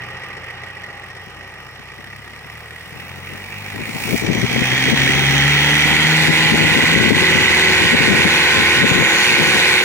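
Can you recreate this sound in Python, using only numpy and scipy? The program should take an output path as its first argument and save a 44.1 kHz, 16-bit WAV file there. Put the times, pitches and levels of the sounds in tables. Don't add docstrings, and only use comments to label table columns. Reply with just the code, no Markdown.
import sys
import numpy as np
from scipy import signal
from scipy.fft import rfft, irfft
from scipy.io import wavfile
from scipy.ndimage import uniform_filter1d

SR = 44100
rng = np.random.default_rng(int(sys.argv[2]) if len(sys.argv) > 2 else 0)


def invert_db(x):
    u = np.asarray(x, float) / 20
    return 10 ** u


def generate_wav(signal):
    frames = np.transpose(np.atleast_2d(signal))
    scaled = np.clip(frames, -1, 1) * 32767
    pcm = np.round(scaled).astype(np.int16)
    wavfile.write(sys.argv[1], SR, pcm)


N = 433944
T = np.arange(N) / SR
FRAME = 512

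CLACK_ANGLES = (.12, .33, 1.04, 1.36, 2.03, 2.38, 2.73, 3.04, 3.36)
CLACK_DB = (-4, -5, 2.5, -4, -6, -7, -7, 3.5, -4)
PART_RATES = (30, 32.5, 43, 53, 56.5, 66, 77, 82.5)


def evened(x):
    return x / np.sqrt(np.mean(x ** 2, axis=-1, keepdims=True) + 1e-20)


def smoothed(x, size, axis=-1):
    return uniform_filter1d(uniform_filter1d(x, size, axis), size, axis)


def curves(rows, t):
    s, *columns = np.transpose(rows)
    return np.array([np.interp(t, s, column) for column in columns])


def read(rows, hz):
    return curves([(np.log(f + 1), *values) for f, *values in rows], np.log(hz + 1))


def firing_rate(t):
    # time_s, rate_hz [firings per second]
    throttle = [(0, 30.03), (.96, 29.99), (1.44, 31.05), (1.92, 31.95), (2.4, 35.95), (3.12, 43.95),
                (3.84, 53.0), (4.8, 65.85), (5.04, 68.22), (5.28, 69.15), (6.0, 76.85), (6.24, 79.15),
                (6.72, 80.2), (7.2, 83.5), (7.44, 83.82), (7.92, 82.14), (8.16, 81.92), (9.84, 82.11)]
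    return curves(throttle, t)[0]


def drive(t):
    # time_s, loudness_db [rms], load_db
    effort = [(0, -35, -10), (1.05, -40, -7), (1.75, -42.5, 0), (2.1, -41, -1), (2.8, -41, -0.5),
              (3.15, -39.5, 2), (3.5, -37.5, 2), (3.95, -32.5, -4), (4.15, -30.5, -3), (4.5, -24.5, -1),
              (4.88, -19, -6.5), (5.28, -18.5, 0.5), (5.6, -16, -3), (7.0, -15.5, -0.5), (7.5, -14, -3.5),
              (8.75, -13, -10.5), (9.05, -14.5, -22), (9.84, -13, -18)]
    return curves(effort, t)


def by_speed(rates, rows, t):
    return np.array([np.interp(firing_rate(t), rates, row) for row in rows])


def left_lead(hz):
    # pitch_hz, lead_rad
    lead = [(100, 0.076), (1000, 0.73), (2000, 0.32), (3600, 3.48), (5100, 3.98), (16000, 18.1)]
    return read(lead, hz)[0]


def strikes(angles, dbs, ring_s, jitter_s, spread_db, fresh=0, advance=0, hz=None):
    rate = firing_rate(T)
    firings = np.cumsum(rate) / SR + advance * (rate - rate[0])
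    cycles = np.maximum.accumulate(firings) / 4
    age = np.arange(2048) / SR
    fade = np.exp(-age / ring_s)
    fall = fade * (1 - np.exp(-age / 0.00092))
    kept, shape = np.zeros((2, N)), np.zeros(N)
    for angle, db in zip(angles, dbs):
        turn = np.arange(int(cycles[-1])) + angle / 4
        late, size = rng.standard_normal((len(turn), 2)).T
        at = ((np.interp(turn, cycles, T) + jitter_s * late) * SR).astype(int)
        train = np.zeros(N)
        train[np.clip(at, 0, N - 1)] = invert_db(db + spread_db * np.clip(size, -2, 2))
        voice = rng.standard_normal((2, len(fall)))
        if hz:
            pitch = hz * (1 + 0.0085 * voice[0, 0] + 0.035 * fade)
            voice = np.sin(2 * np.pi * pitch * age + [[.45], [0]])
        kept += signal.oaconvolve(train[None], voice * fall, axes=1)[:, :N]
        shape += train ** 2
    rattle = np.sqrt(abs(signal.oaconvolve(shape, fall ** 2)[:N])) * rng.standard_normal((2, N))
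    fresh = np.clip(fresh, 0, 1)
    x = np.sqrt(1 - fresh) * kept + np.sqrt(fresh) * rattle
    return x / np.sqrt(smoothed((x ** 2).mean(0), SR // 3) + 1e-12)


def block_sources():
    cylinder_db = (1.5, 2, 5, 3)
    roar = rng.standard_normal((2, N))
    clack = strikes(CLACK_ANGLES, CLACK_DB, ring_s=0.0085, jitter_s=.00004, spread_db=-2.5, fresh=0.06)
    place, strength = rng.random((14, 2)).T
    tappets = strikes((np.arange(14) + place) * 4 / 14, 4 * strength,
                      ring_s=.004, jitter_s=.00004, spread_db=1.5, fresh=.2)
    knock = strikes(np.arange(4) + .55, cylinder_db,
                    ring_s=.004, jitter_s=.0002, spread_db=2.2, fresh=.6, advance=.012)
    tick = strikes((np.arange(6) + .83) * 4 / 6, np.zeros(6),
                   ring_s=.005, jitter_s=.0004, spread_db=2.2, fresh=.8)
    return np.array([roar, clack, tappets, knock, tick])


def share_out(z, hz, t):
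    part_db = [
        (-5, -17, -20, -20, -7, -20, -18, -21),
        (-10.5, -2, -11, -17, -8, -7, -2, 1.5),
        (-16, -3.5, -5, -2.5, -4, -3, -3.5, -4.5),
        (6, 1, 3.5, 1, -13, -9, -8, -18),
    ]
    # pitch_hz, clack_db, tappets_db, knock_db, tick_db
    reach = [(199, 8, -7.5, 6.5, -48), (900, -2, 3, -11.5, -34), (2010, -0.5, 4, 2.5, -8),
             (4930, 4, 0.5, -1, -12), (8400, 8, 1, 5.5, -5), (14900, -17, -23, -6, 7)]
    share = invert_db(read(reach, hz)[:, :, None] + by_speed(PART_RATES, part_db, t)[:, None])
    share = np.r_[np.ones((1, *share.shape[1:])), share]
    share = share / np.linalg.norm(share, axis=0)
    patches = rng.standard_normal((len(t), len(hz)))
    patches = uniform_filter1d(uniform_filter1d(patches, 22, 0), 7, 1).T
    return (z * share[:, None]).sum(0) * invert_db(1.1 * patches / patches.std())


def block_colour(hz, t):
    # pitch_hz, idle_db, full_speed_db
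    colour = [(40.2, -111, -112), (136, -68.5, -44), (256, -85, -63), (400, -73, -56), (635, -79, -64),
              (1160, -81, -53), (1502, -66, -52), (2233, -56.5, -40), (2960, -61, -47.5),
              (3630, -70, -48.5), (5100, -85.5, -64), (7470, -87.5, -62.5), (10000, -101, -76.5),
              (17500, -107, -92)]
    # pitch_hz, width_hz, idle_db, full_speed_db
    rings = [(356, 62, -1, 4), (516, 44, 0, 7), (815, 125, 10, 12), (1040, 57, 4.5, -1),
             (1192, 130, 16.5, -9), (1893, 48, 12.5, 4), (5400, 800, 11.5, 0), (8000, 520, 10, 3),
             (8930, 640, 11, 2), (14500, 550, 12, 2), (15440, 800, 5, 12)]
    # start_s, end_s, pitch_hz, width_hz, level_db
    passing_bands = [(2.9, 4.1, 14200, 500, 7), (3.3, 4.3, 13500, 700, 4), (4.2, 4.7, 14300, 1100, 9),
                     (2.7, 4, 9100, 550, 3), (6.3, 7.9, 3000, 740, 2), (3, 5.7, 15550, 650, 8.5),
                     (3.03, 3.75, 11750, 500, 7), (3.74, 3.7, 9700, 500, 10), (3.4, 4.6, 2310, 360, 6),
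                     (4.16, 5.9, 5910, 820, 6), (4.3, 6.1, 3220, 370, 7), (7.7, 9.894, 10100, 790, 4),
                     (8.9, 9.2, 6800, 940, 9.5)]
    idle, full = read(colour, hz) + sum(
        np.outer(db, 1 / (1 + (2 * (hz - f) / w) ** 2)) for f, w, *db in rings)
    rev = np.clip((firing_rate(t) - 31) / 42, 0, 1)
    right = invert_db(np.outer(idle, 1 - rev) + np.outer(full, rev))
    for start, end, f, w, db in passing_bands:
        during = np.clip(np.minimum(t - start, end - t) / 0.14 + .5, 0, 1)
        right = right * invert_db(db * np.outer(np.exp(-(2 * (hz - f) / w) ** 2), during))
    return right


def band_gain_db(power, hz, t):
    # low_hz, high_hz
    bands = [
        (550, 1200),
        (1300, 3500),
        (4500, 9000),
        (10000, 15800),
    ]
    bright = [
        (-23, -25.5, -23, -23, -20.5, -23, -19.5, -19),
        (-46, -46, -45, -40, -32, -29, -26.5, -25.5),
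        (-55.5, -53.5, -46.5, -42.5, -44, -37, -35, -35.5),
    ]
    follow = (0.51, 0.22, .2)
    # start_s, end_s, build_up_s, covers_db, hiss_db
    swells = [
        (3.84, 4.214, 0.19, 3, 11),
        (9.1, 9.9, 0.13, 1, 2),
    ]
    level = drive(t)[0]
    body, *upper = by_speed(PART_RATES, bright, t) + np.outer(follow, level)
    for start, end, rise, *db in swells:
        swell = np.clip((t - start) / rise, 0, 1) * np.clip((end - t) / 0.087 + .5, 0, 1)
        upper = np.array(upper) + np.outer(db, swell)
    have = [10 * np.log10(power[(hz > lo) & (hz < hi)].sum(0)) for lo, hi in bands]
    missing = np.array([body, level, *upper]) - have
    middles = [(np.sqrt(lo * hi), *row) for (lo, hi), row in zip(bands, np.eye(len(bands)))]
    return read(middles, hz).T @ missing


def surge_gain_db(hz, t):
    # start_s, level_db
    surges = [
        (2.96, 9),
        (3.27, 7),
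        (3.51, 9),
        (3.795, 9),
        (4.03, 7),
    ]
    pitch_hz, width_hz, hold_s, fade_s = 2630, 450, .05, .035
    surge_db = sum(db * (t >= s) * np.exp(-np.maximum(t - s - hold_s, 0) / fade_s) for s, db in surges)
    return np.outer(np.exp(-(2 * (hz - pitch_hz) / width_hz) ** 2), surge_db)


def block():
    # pitch_hz, left_over_right_db, likeness [0-1]
    ports = [(100, 4.5, 0.96), (640, -1, 0.99), (1030, 2.5, 0.91), (1500, 0, 0.8), (2400, -5, 0.64),
             (3470, -2.5, 0.66), (3650, 0.6, 0.84), (4730, 7.5, 0.8), (7040, 4.5, 0), (8140, -2, 0.4),
             (9840, 10, 0), (12500, 10, 0), (15500, 10, .3)]
    hz, t, z = signal.stft(block_sources(), SR, nperseg=FRAME, noverlap=FRAME * 3 // 4)
    a, b = share_out(z, hz, t)
    right = block_colour(hz, t)
    over_db, same = read(ports, hz)
    same = np.clip(same, 0, 1)
    left = invert_db(over_db) * np.exp(1j * left_lead(hz))
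    both = 1 + abs(left) ** 2 + 2 * same * left.real
    power = both[:, None] * right ** 2 / (2 * FRAME)
    right = right * invert_db(band_gain_db(power, hz, t) + surge_gain_db(hz, t))
    same = same[:, None]
    pair = [right * left[:, None] * a, right * (same * a + np.sqrt(1 - same ** 2) * b)]
    return signal.istft(np.array(pair), SR, nperseg=FRAME, noverlap=FRAME * 3 // 4)[1][:, :N]


def cover():
    struck_db = [
        (-4, -15, -25, -30, -30, -30, -33, -33),
        (-26, -9, -7, -8, -7, -9, -5, -2.5),
    ]
    settle_s, settle_db = 7.82, -24
    valves_db, knock_db = by_speed(PART_RATES, struck_db, T) + drive(T)[0]
    knock_db = knock_db + settle_db * np.clip((T - settle_s) / 0.3 + .5, 0, 1)
    valves = strikes(CLACK_ANGLES, CLACK_DB, ring_s=.0042, jitter_s=.0003, spread_db=2.0, hz=1915)
    knock = strikes(np.arange(4) + .62, (0, -13, -12, -8),
                    ring_s=.006, jitter_s=.0004, spread_db=2.5, advance=.0048, hz=1975)
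    return (valves * invert_db(valves_db) + knock * invert_db(knock_db)) * invert_db([[-1.5], [1.5]])


def exhaust_and_gears():
    crank_orders = (1, 2, 3, 4, 4.5, 5, 5.5, 10.5, 11.5)
    crank_rates = (30, 50, 70, 79.5, 82.2)
    crank_order_db = [
        (-32, -17, -16, -21, -17.5),
        (-12, -4, -5.5, -7.5, -13),
        (-8, -10, -19.5, -18, -22),
        (-11.5, -13.5, -15, -17, -18),
        (-16, -22, -45, -59, -15),
        (-30, -22, -44, -29, -25),
        (-30, -35, -18, -32, -26),
        (-31, -32, -32, -18, -30),
        (-26, -36, -19, -34, -35),
    ]
    load_share = (0.74, 0.99, 0.47, 0.087, 0.058, 0.043, .05, 0.042, .05)
    # order [multiple of the firing rate], level_db [rms at full speed]
    gears = [(2.5, -41.5), (6, -41.5), (6.5, -43.5), (10.25, -45), (12, -39), (12.75, -38), (13.5, -43.5),
             (18, -37), (18.25, -36.5), (19, -34.5), (19.5, -38)]
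    # order [multiple of the firing rate], level_db [rms at idle]
    idle_hum = [(6, -52.5), (10, -57), (12.5, -54), (14.25, -59), (17.75, -53), (27, -49)]
    rate = firing_rate(T)
    turns = 2 * np.pi * np.cumsum(rate) / SR
    level, load = drive(T)
    whine_db = level + 16.5 - 1.2 * abs(82 - rate)
    hum_db = level + 34 - 1.2 * abs(rate - 30)
    levels = list(level + by_speed(crank_rates, crank_order_db, T) + np.outer(load_share, load))
    levels += [db + whine_db for k, db in gears]
    levels += [db + hum_db for k, db in idle_hum]
    orders = list(crank_orders) + [np.round(4 * k) / 4 for k, db in list(gears) + list(idle_hum)]
    out = np.zeros((2, N))
    for k, db in zip(orders, levels):
        waver, drift = evened(uniform_filter1d(rng.standard_normal((400, 2)), 5, 0).T)
        slow = np.linspace(0, T[-1], len(waver))
        angle = k * turns + 2 * np.pi * rng.random() + 0.27 * np.interp(T, slow, drift)
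        size = np.sqrt(2) * invert_db(db + 2.35 * np.interp(T, slow, waver))
        out += size * np.array([invert_db(3.5) * np.cos(angle + left_lead(k * rate)), np.cos(angle)])
    return out


def flutter():
    # start_s, end_s, level_db
    gusts = [
        (1.2, 2.7, -50.5),
        (2.7, 3.7, -48),
        (3.7, 4.05, -32),
        (4.2, 5.52, -26.5),
        (5.83, 6.06, -25),
        (6.38, 7.55, -22),
        (7.7, 8.28, -20),
        (8.76, 9.09, -22),
        (9.28, 9.57, -19.5),
    ]
    gap_s, length_s, spread_db = .07, .024, 4
    late, size, wide = rng.random((int(T[-1] / gap_s), 3)).T
    at = (np.arange(len(late)) + .8 * late) * gap_s
    return [(s, db + spread_db * (2 * u - 1), length_s * (0.58 + w))
            for s, u, w in zip(at, size, wide) for start, end, db in gusts if start <= s < end]


def wind():
    # middle_s, level_db, length_s
    puffs = [(2.948, -40, 0.033), (3.33, -37.5, 0.041), (3.808, -25, 0.026), (4.092, -26, 0.038),
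             (4.139, -15, 0.025), (4.297, -17.5, 0.046), (4.38, -17.5, 0.04), (4.443, -15, 0.015),
             (4.597, -21, 0.041), (4.9, -19, 0.035), (4.938, -7.5, 0.0089), (5.055, -23, 0.069),
             (5.227, -28, .026), (6.3, -20.5, 0.075), (6.545, -6.5, 0.015), (6.63, -16.5, 0.058),
             (6.78, -14, 0.037), (7.03, -11.5, .081), (7.117, -3.5, 0.018), (7.365, -17.5, 0.055),
             (7.85, -18, 0.02), (7.939, -12, 0.023), (8.01, -14, 0.015), (8.13, -12, 0.085),
             (8.263, -15, 0.018), (8.588, -17, 0.048), (8.849, -14, 0.042), (8.919, -7, 0.012),
             (8.987, -17.5, 0.075), (9.42, -16.5, 0.022)]
    # pitch_hz, level_db
    gust = [(25, -50), (60, -9.5), (130, 1.5), (220, 2.5), (320, -2), (450, -6), (650, -15.5), (1600, -50)]
    # start_s, peak_db, pitch_hz
    slap = (5.8555, -3, 240)
    lumps = invert_db(3.8 * evened(smoothed(rng.standard_normal((2, N)), 200)))
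    spectrum = rfft(rng.standard_normal((2, N)) * lumps)
    noise = irfft(spectrum * invert_db(read(gust, np.fft.rfftfreq(N, 1 / SR))[0]), N)
    push = np.zeros(N)
    for s, db, length in list(puffs) + flutter():
        near = slice(max(int((s - .3) * SR), 0), int((s + .3) * SR))
        push[near] += invert_db(2 * db) * np.exp(-(1.66 * (T[near] - s) / length) ** 2)
    out = evened(noise) * np.sqrt(push) * invert_db([[5.5], [-9.5]])
    s, db, hz = slap
    age = np.maximum(T - s, 0) * hz
    out[1] -= invert_db(db) * np.sin(2 * np.pi * age) * np.exp(-age ** 2 * 1.1)
    return out


def scene():
    return block() + cover() + exhaust_and_gears() + wind()


def low_pass(x):
    return signal.sosfilt(signal.butter(12, 16710, fs=SR, output="sos"), x)


def record(dry):
    power_db = 10 * np.log10(uniform_filter1d((dry ** 2).max(0), 500) + 1e-12)
    fall = T * 200.
    held_db = np.maximum.accumulate(power_db + fall) - fall
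    over_db = np.maximum(held_db + 11.0, 0)
    ducked = np.clip(dry / invert_db(.75 * uniform_filter1d(over_db, 150)), -.97, .97)
    edge = signal.firwin(2047, 15850, window=("kaiser", 9), fs=SR)  # low-pass, Hz
    return low_pass(signal.oaconvolve(ducked, edge[None], "same", axes=1))


dry = scene()
out = record(dry)
generate_wav(out)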